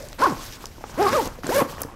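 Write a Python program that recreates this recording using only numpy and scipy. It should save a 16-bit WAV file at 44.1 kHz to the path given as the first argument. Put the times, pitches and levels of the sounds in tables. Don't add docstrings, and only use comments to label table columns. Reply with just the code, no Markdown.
import sys
import numpy as np
from scipy import signal
from scipy.fft import rfft, irfft, next_fast_len
from scipy.io import wavfile

SR = 44100
rng = np.random.default_rng(int(sys.argv[2]) if len(sys.argv) > 2 else 0)


def volts_from_decibels(level):
    exponent = np.asarray(level, float) / 20
    return 10 ** exponent


def wav_record(signal):
    frames = np.transpose(np.atleast_2d(signal))
    bounded = np.clip(frames, -1, 1)
    quanta = np.round(bounded * 32767).astype(np.int16)
    wavfile.write(sys.argv[1], SR, quanta)


N = 85995


def rms_one(x):
    return x / np.sqrt(np.mean(x ** 2) + 1e-20)


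def in_time(rows):
    s, *columns = np.transpose(rows)
    return [np.interp(np.arange(N) / SR, s, column) for column in columns]


def at_hz(points, hz):
    point_hz, db = np.transpose(points)
    return np.interp(np.log(hz), np.log(point_hz), db)


def drift(rate):
    r = np.exp(-16 * np.pi * rate / SR)
    noise = rng.standard_normal(N // 8 + 3002)
    slow = rms_one(signal.lfilter([1], [1, -2 * r, r * r], noise)[3000:])
    return np.interp(np.arange(N) / 8, np.arange(len(slow)), slow)


def band_filter(x, order, cutoff_hz, kind):
    return signal.sosfilt(signal.butter(order, cutoff_hz, kind, fs=SR, output="sos"), x)


def ring(clicks, hz, t60):
    r, w = volts_from_decibels(-60 / (t60 * SR)), 2 * np.pi * hz / SR
    return signal.lfilter([0, np.sin(w)], [1, -2 * r * np.cos(w), r * r], clicks)


def grains(rate, spread_db):
    sizes = volts_from_decibels(spread_db * np.minimum(rng.exponential(1, N), 5)) * rng.standard_normal(N)
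    return sizes * (rng.random(N) < rate / SR) + 1e-9


def colour(x, spectrum, patchy_db):
    size = next_fast_len(N)
    hz = np.maximum(np.arange(size // 2 + 1) * SR / size, 1)
    shaped = rfft(x, size) * volts_from_decibels(at_hz(spectrum, hz)) * (hz > spectrum[0][0])
    place = 2 * np.log2(hz)
    lowest, highest = int(2 * np.log2(spectrum[0][0])), int(2 * np.log2(spectrum[-1][0])) + 2
    out = 0
    for k in range(lowest, highest + 1):
        band = irfft(shaped * np.clip(1 - abs(place - k), 0, 1), size)[:N]
        out = out + volts_from_decibels(patchy_db * drift(19.2)) * band
    return rms_one(out)


# (f/Hz, level/dB per Hz)
ROOM_TONE = [(12, -22), (20, 4.5), (107, 6), (780, -7.5), (976, -11), (2320, -17), (6010, -31),
             (12100, -34), (16000, -39)]


def background():
    floor = colour(rng.standard_normal(N), ROOM_TONE, patchy_db=1.8)
    rumble = band_filter(rng.standard_normal(N + SR), 2, [18, 43], "band")[SR:]
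    return volts_from_decibels(-45) * floor + volts_from_decibels(-45) * rms_one(rumble)


def earlier_stroke():
    centre_hz, width_hz, level_db, t60_s = 576, 99, -34.5, 0.35
    tone = rms_one(ring(rng.standard_normal(N), centre_hz, 3.9 / width_hz))
    return volts_from_decibels(level_db - 60 * np.arange(N) / SR / t60_s) * tone


# (t/s, rustle level/dB, body level/dB)
HANDLING_MOVES = [(0, -45.5, -45.5), (.17, -52.5, -59), (.36, -44, -39), (.45, -39.5, -43.5),
                  (.55, -43, -54), (.59, -52, -50), (.625, -44, -44), (.645, -49.5, -48), (.69, -54.5, -74),
                  (.86, -51.5, -48), (.9, -45, -51), (.94, -49, -40), (1.26, -35, -34.5), (1.3, -49.5, -39),
                  (1.425, -57, -73), (1.436, -45, -42), (1.46, -42.5, -35.5), (1.5, -36, -54),
                  (1.64, -41.5, -35), (1.668, -49.5, -40), (1.7, -40, -39), (1.757, -48.5, -43.5),
                  (1.8, -48.5, -32.5), (1.86, -56, -43), (1.875, -62, -45)]
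# (f/Hz, level/dB per Hz)
NYLON = [(880, -29), (1500, 9), (2800, 5.5), (5890, 7), (10200, -2), (12100, 3.5), (15500, -6)]
# (f/Hz, level/dB per Hz)
BAG_BODY = [(59, 11), (100, 11), (546, 3.5), (695, 6), (1130, 9.5), (2500, -14.5), (3250, -11),
            (5500, -120)]


def cloth():
    rustle_db, body_db = in_time(HANDLING_MOVES)
    rustle_rate = 14000 * volts_from_decibels(1.2 * drift(23))
    creak_rate = 1800 * volts_from_decibels(3 * drift(14))
    rustle = colour(grains(rustle_rate, 0.84), NYLON, patchy_db=2.2)
    body = colour(grains(creak_rate, 1.25), BAG_BODY, patchy_db=2.0)
    return volts_from_decibels(rustle_db) * rustle + volts_from_decibels(body_db) * body


def hits(rows, cycles, snap_db, snap_s, spread):
    out, n = np.zeros(N + SR), np.arange(SR // 20)
    click = (n == 0) * 1.
    for s, db, hz in rows:
        below, above = rng.uniform(0.7, 1.135, 2)
        band_hz = np.clip([hz / spread ** 2, hz * spread ** 1.47], 100, 17000)
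        modes_hz = (hz, hz * below / spread, hz * above * np.sqrt(spread))
        tone = sum(ring(click, min(f, 15000), cycles / hz) for f in modes_hz)
        snap = rms_one(band_filter(rng.standard_normal(len(n)), 2, band_hz, "band"))
        hit = band_filter(tone, 2, band_hz, "band") + volts_from_decibels(snap_db) * snap * np.exp(-n / SR / snap_s)
        start = int(s * SR)
        out[start:start + len(n)] += volts_from_decibels(db) * hit / np.abs(hit).max()
    return out[:N]


# (t/s, peak level/dB, f/Hz)
TAB_TICKS = [(0.025, -25, 6750), (0.0865, -23, 6700), (0.1297, -23, 5270), (0.192, -20, 5530),
             (0.5247, -20, 5400), (0.6565, -13, 5120), (0.6568, -20, 11000), (0.6677, -25, 7060),
             (1.027, -15, 4040), (1.0775, -16, 4700), (1.195, -20, 12000), (1.2567, -17, 6500),
             (1.275, -15.5, 6550), (1.443, -25, 3070), (1.4685, -14, 6100), (1.4975, -16, 5810),
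             (1.798, -29, 12500), (1.8065, -23, 13500), (1.8178, -3, 11500), (1.8203, -11, 11000),
             (1.8245, -24, 11000), (1.8336, -16, 6600)]


def ticks():
    return volts_from_decibels(-6) * hits(TAB_TICKS, cycles=30, snap_db=3, snap_s=0.0012, spread=1.28)


# (t/s, peak level/dB, f/Hz)
BAG_KNOCKS = [(0.129, -32.5, 1360), (0.184, -46, 1160), (0.641, -27, 925), (0.782, -35.5, 590),
              (0.81, -34.5, 640), (0.84, -23.5, 845), (0.84, -28, 1200), (0.896, -32, 990),
              (1.254, -30, 910), (1.272, -23, 474), (1.356, -38, 966), (1.387, -32.5, 495),
              (1.435, -30.5, 503), (1.4345, -25.5, 1200), (1.443, -25, 282), (1.444, -28.5, 1430),
              (1.465, -26, 420), (1.466, -26, 1480), (1.478, -23, 497), (1.479, -44, 1600),
              (1.492, -35, 1420), (1.491, -18, 465), (1.618, -16, 444), (1.624, -19, 980),
              (1.782, -29, 1270), (1.806, -36, 2240), (1.818, -28, 540), (1.837, -29, 1134),
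              (1.849, -28, 290)]


def knocks():
    return volts_from_decibels(3) * hits(BAG_KNOCKS, cycles=15, snap_db=-17.5, snap_s=0.005, spread=1.9)


# (t/s, tooth pair rate f/Hz, partials 1, 2 and 3 level/dB, rasp level/dB)
FIRST_PULL = [
    (0.185, 229.3, -67, -57, -66, -43),
    (0.208, 293.8, -30.5, -31, -32, -33.5),
    (0.225, 491.1, -28.5, -12.5, -21, -32),
    (0.238, 541.6, -25.5, -17.5, -29, -32.5),
    (0.25, 580.8, -26, -14, -34, -31.5),
    (0.264, 474.4, -35, -21.5, -22, -35),
    (0.272, 374.5, -23.5, -25, -34, -35),
    (0.276, 357.4, -23, -49, -32.5, -35),
    (0.34, 126.3, -30.5, -36, -44, -51),
]
SECOND_PULL = [
    (0.974, 230.6, -34, -34, -50, -46),
    (0.999, 345.6, -22, -20, -36, -37.5),
    (1.02, 420, -19, -23, -32, -33),
    (1.048, 410.2, -20, -21.5, -38, -36),
    (1.054, 400.6, -22.5, -27.5, -22, -38),
    (1.071, 373, -22, -28, -20, -34),
    (1.11, 451.5, -39, -37, -29.5, -35),
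]
THIRD_PULL = [
    (1.112, 400, -44, -49, -41, -35.5),
    (1.132, 529, -20, -27, -32, -29.5),
    (1.156, 644.5, -24, -18, -50, -31),
    (1.182, 487.5, -18, -30, -37, -34.5),
    (1.202, 442.5, -29.5, -21, -49, -38),
    (1.238, 220, -28.5, -62, -50, -55),
]
FOURTH_PULL = [
    (1.492, 139.3, -37, -16, -32, -40.5),
    (1.51, 322.9, -32, -27.5, -50, -45),
    (1.528, 460.4, -29, -23.5, -39, -37),
    (1.56, 569.6, -20.5, -37, -34, -28.5),
    (1.57, 533.3, -17.5, -37, -30, -34.5),
    (1.586, 594.8, -17.5, -26, -36, -31.5),
    (1.605, 543, -26.5, -24, -36, -31.5),
    (1.622, 274.5, -16, -20.5, -24.5, -36.5),
    (1.636, 210, -34, -37, -35, -59),
]
PULL_TILT = (-4, 3, -1.5, 9)
PULL_UPPER = (-1, 3, 1.5, 6)
# (f/Hz, level/dB)
BAG_PANEL = [(700, 5), (1100, 7.5), (1600, 0.5), (2300, -3.5), (4000, -14.5), (6500, -47)]
# (f/Hz, level/dB per Hz)
SLIDER_RASP = [(1060, -58), (1800, 1.5), (3180, -1.5), (4980, 2.5), (8180, -5.5), (10500, -6.5),
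               (13000, -6.5), (15500, -22)]
# (f/Hz, level/dB per Hz)
SLIDER_DRAG = [(55, 2), (120, -2), (250, 3.5), (600, 1), (1100, -4), (1600, -2), (2500, -18.5)]


def zipper():
    t, out = np.arange(N) / SR, np.zeros(N)
    wobble_depth, steady_hz, fade_s = 0.016, 500, 0.0079
    rasp = colour(grains(16000, 1.5), SLIDER_RASP, patchy_db=2.0)
    sheen = band_filter(rasp, 2, 8000, "high")
    drag = colour(grains(4000, 2.0), SLIDER_DRAG, patchy_db=1.5)
    clumps = volts_from_decibels(1.5 * drift(150))
    wobble = drift(130)
    flutter = [drift(80) for k in range(10)]
    pulls = (FIRST_PULL, SECOND_PULL, THIRD_PULL, FOURTH_PULL)
    for pull, tilt_db, upper_db in zip(pulls, PULL_TILT, PULL_UPPER):
        hz, first_db, second_db, third_db, rasp_db = in_time(pull)
        unsteady = wobble_depth * (steady_hz / hz) ** 2 * np.tanh(hz / 250)
        phase = 2 * np.pi * np.cumsum(hz * (1 + unsteady * wobble)) / SR
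        song = 0
        for k in range(1, 11):
            if k <= 3:
                level_db = (first_db, second_db, third_db)[k - 1]
            else:
                level_db = rasp_db + upper_db - 8 + at_hz(BAG_PANEL, k * hz)
            flutter_db = min(0.8 * k, 2.0) * steady_hz / hz * flutter[k - 1]
            song = song + volts_from_decibels(level_db + flutter_db) * np.sqrt(2) * np.sin(k * phase + k * k / 2)
        tooth_gate = (1 + 0.6 * np.cos(phase)) * clumps
        tilted_rasp = rasp + (volts_from_decibels(tilt_db) - 1) * sheen
        noise = volts_from_decibels(rasp_db) * (volts_from_decibels(-3) * tooth_gate * tilted_rasp + volts_from_decibels(3.5) * drag)
        to_edge_s = np.minimum(t - pull[0][0], pull[-1][0] - t)
        out += np.clip(to_edge_s / fade_s + 0.5, 0, 1) * (song + noise)
    return out + volts_from_decibels(-47) * ring(out, 1100, t60=0.13)


def room(x):
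    t60_s, wall_cut_hz, gap_s = 0.37, 6700, 0.0082
    t = np.arange(SR // 2) / SR
    low, high = rng.standard_normal((2, len(t)))
    low = rms_one(band_filter(low, 1, wall_cut_hz, "low"))
    tail = low * volts_from_decibels(-60 * t / t60_s) + 0.53 * high * volts_from_decibels(-120 * t / t60_s)
    tail = tail * np.clip(t / gap_s - 1, 0, 1)
    return signal.fftconvolve(x, tail / np.sqrt(np.sum(tail ** 2)))[:N]


def scene():
    near = ticks() + knocks() + zipper()
    mix = near + volts_from_decibels(-17.5) * room(near) + cloth() + background() + earlier_stroke()
    return mix[None]


def band_limit(x):
    return signal.sosfilt(signal.butter(12, 16990, fs=SR, output="sos"), x)


def record(dry):
    top_cut = signal.ellip(10, 0.5, 60, 15750, fs=SR, output="sos")
    mix = signal.sosfilt(top_cut, dry)
    return band_limit(mix)


dry = scene()
out = record(dry)
wav_record(out)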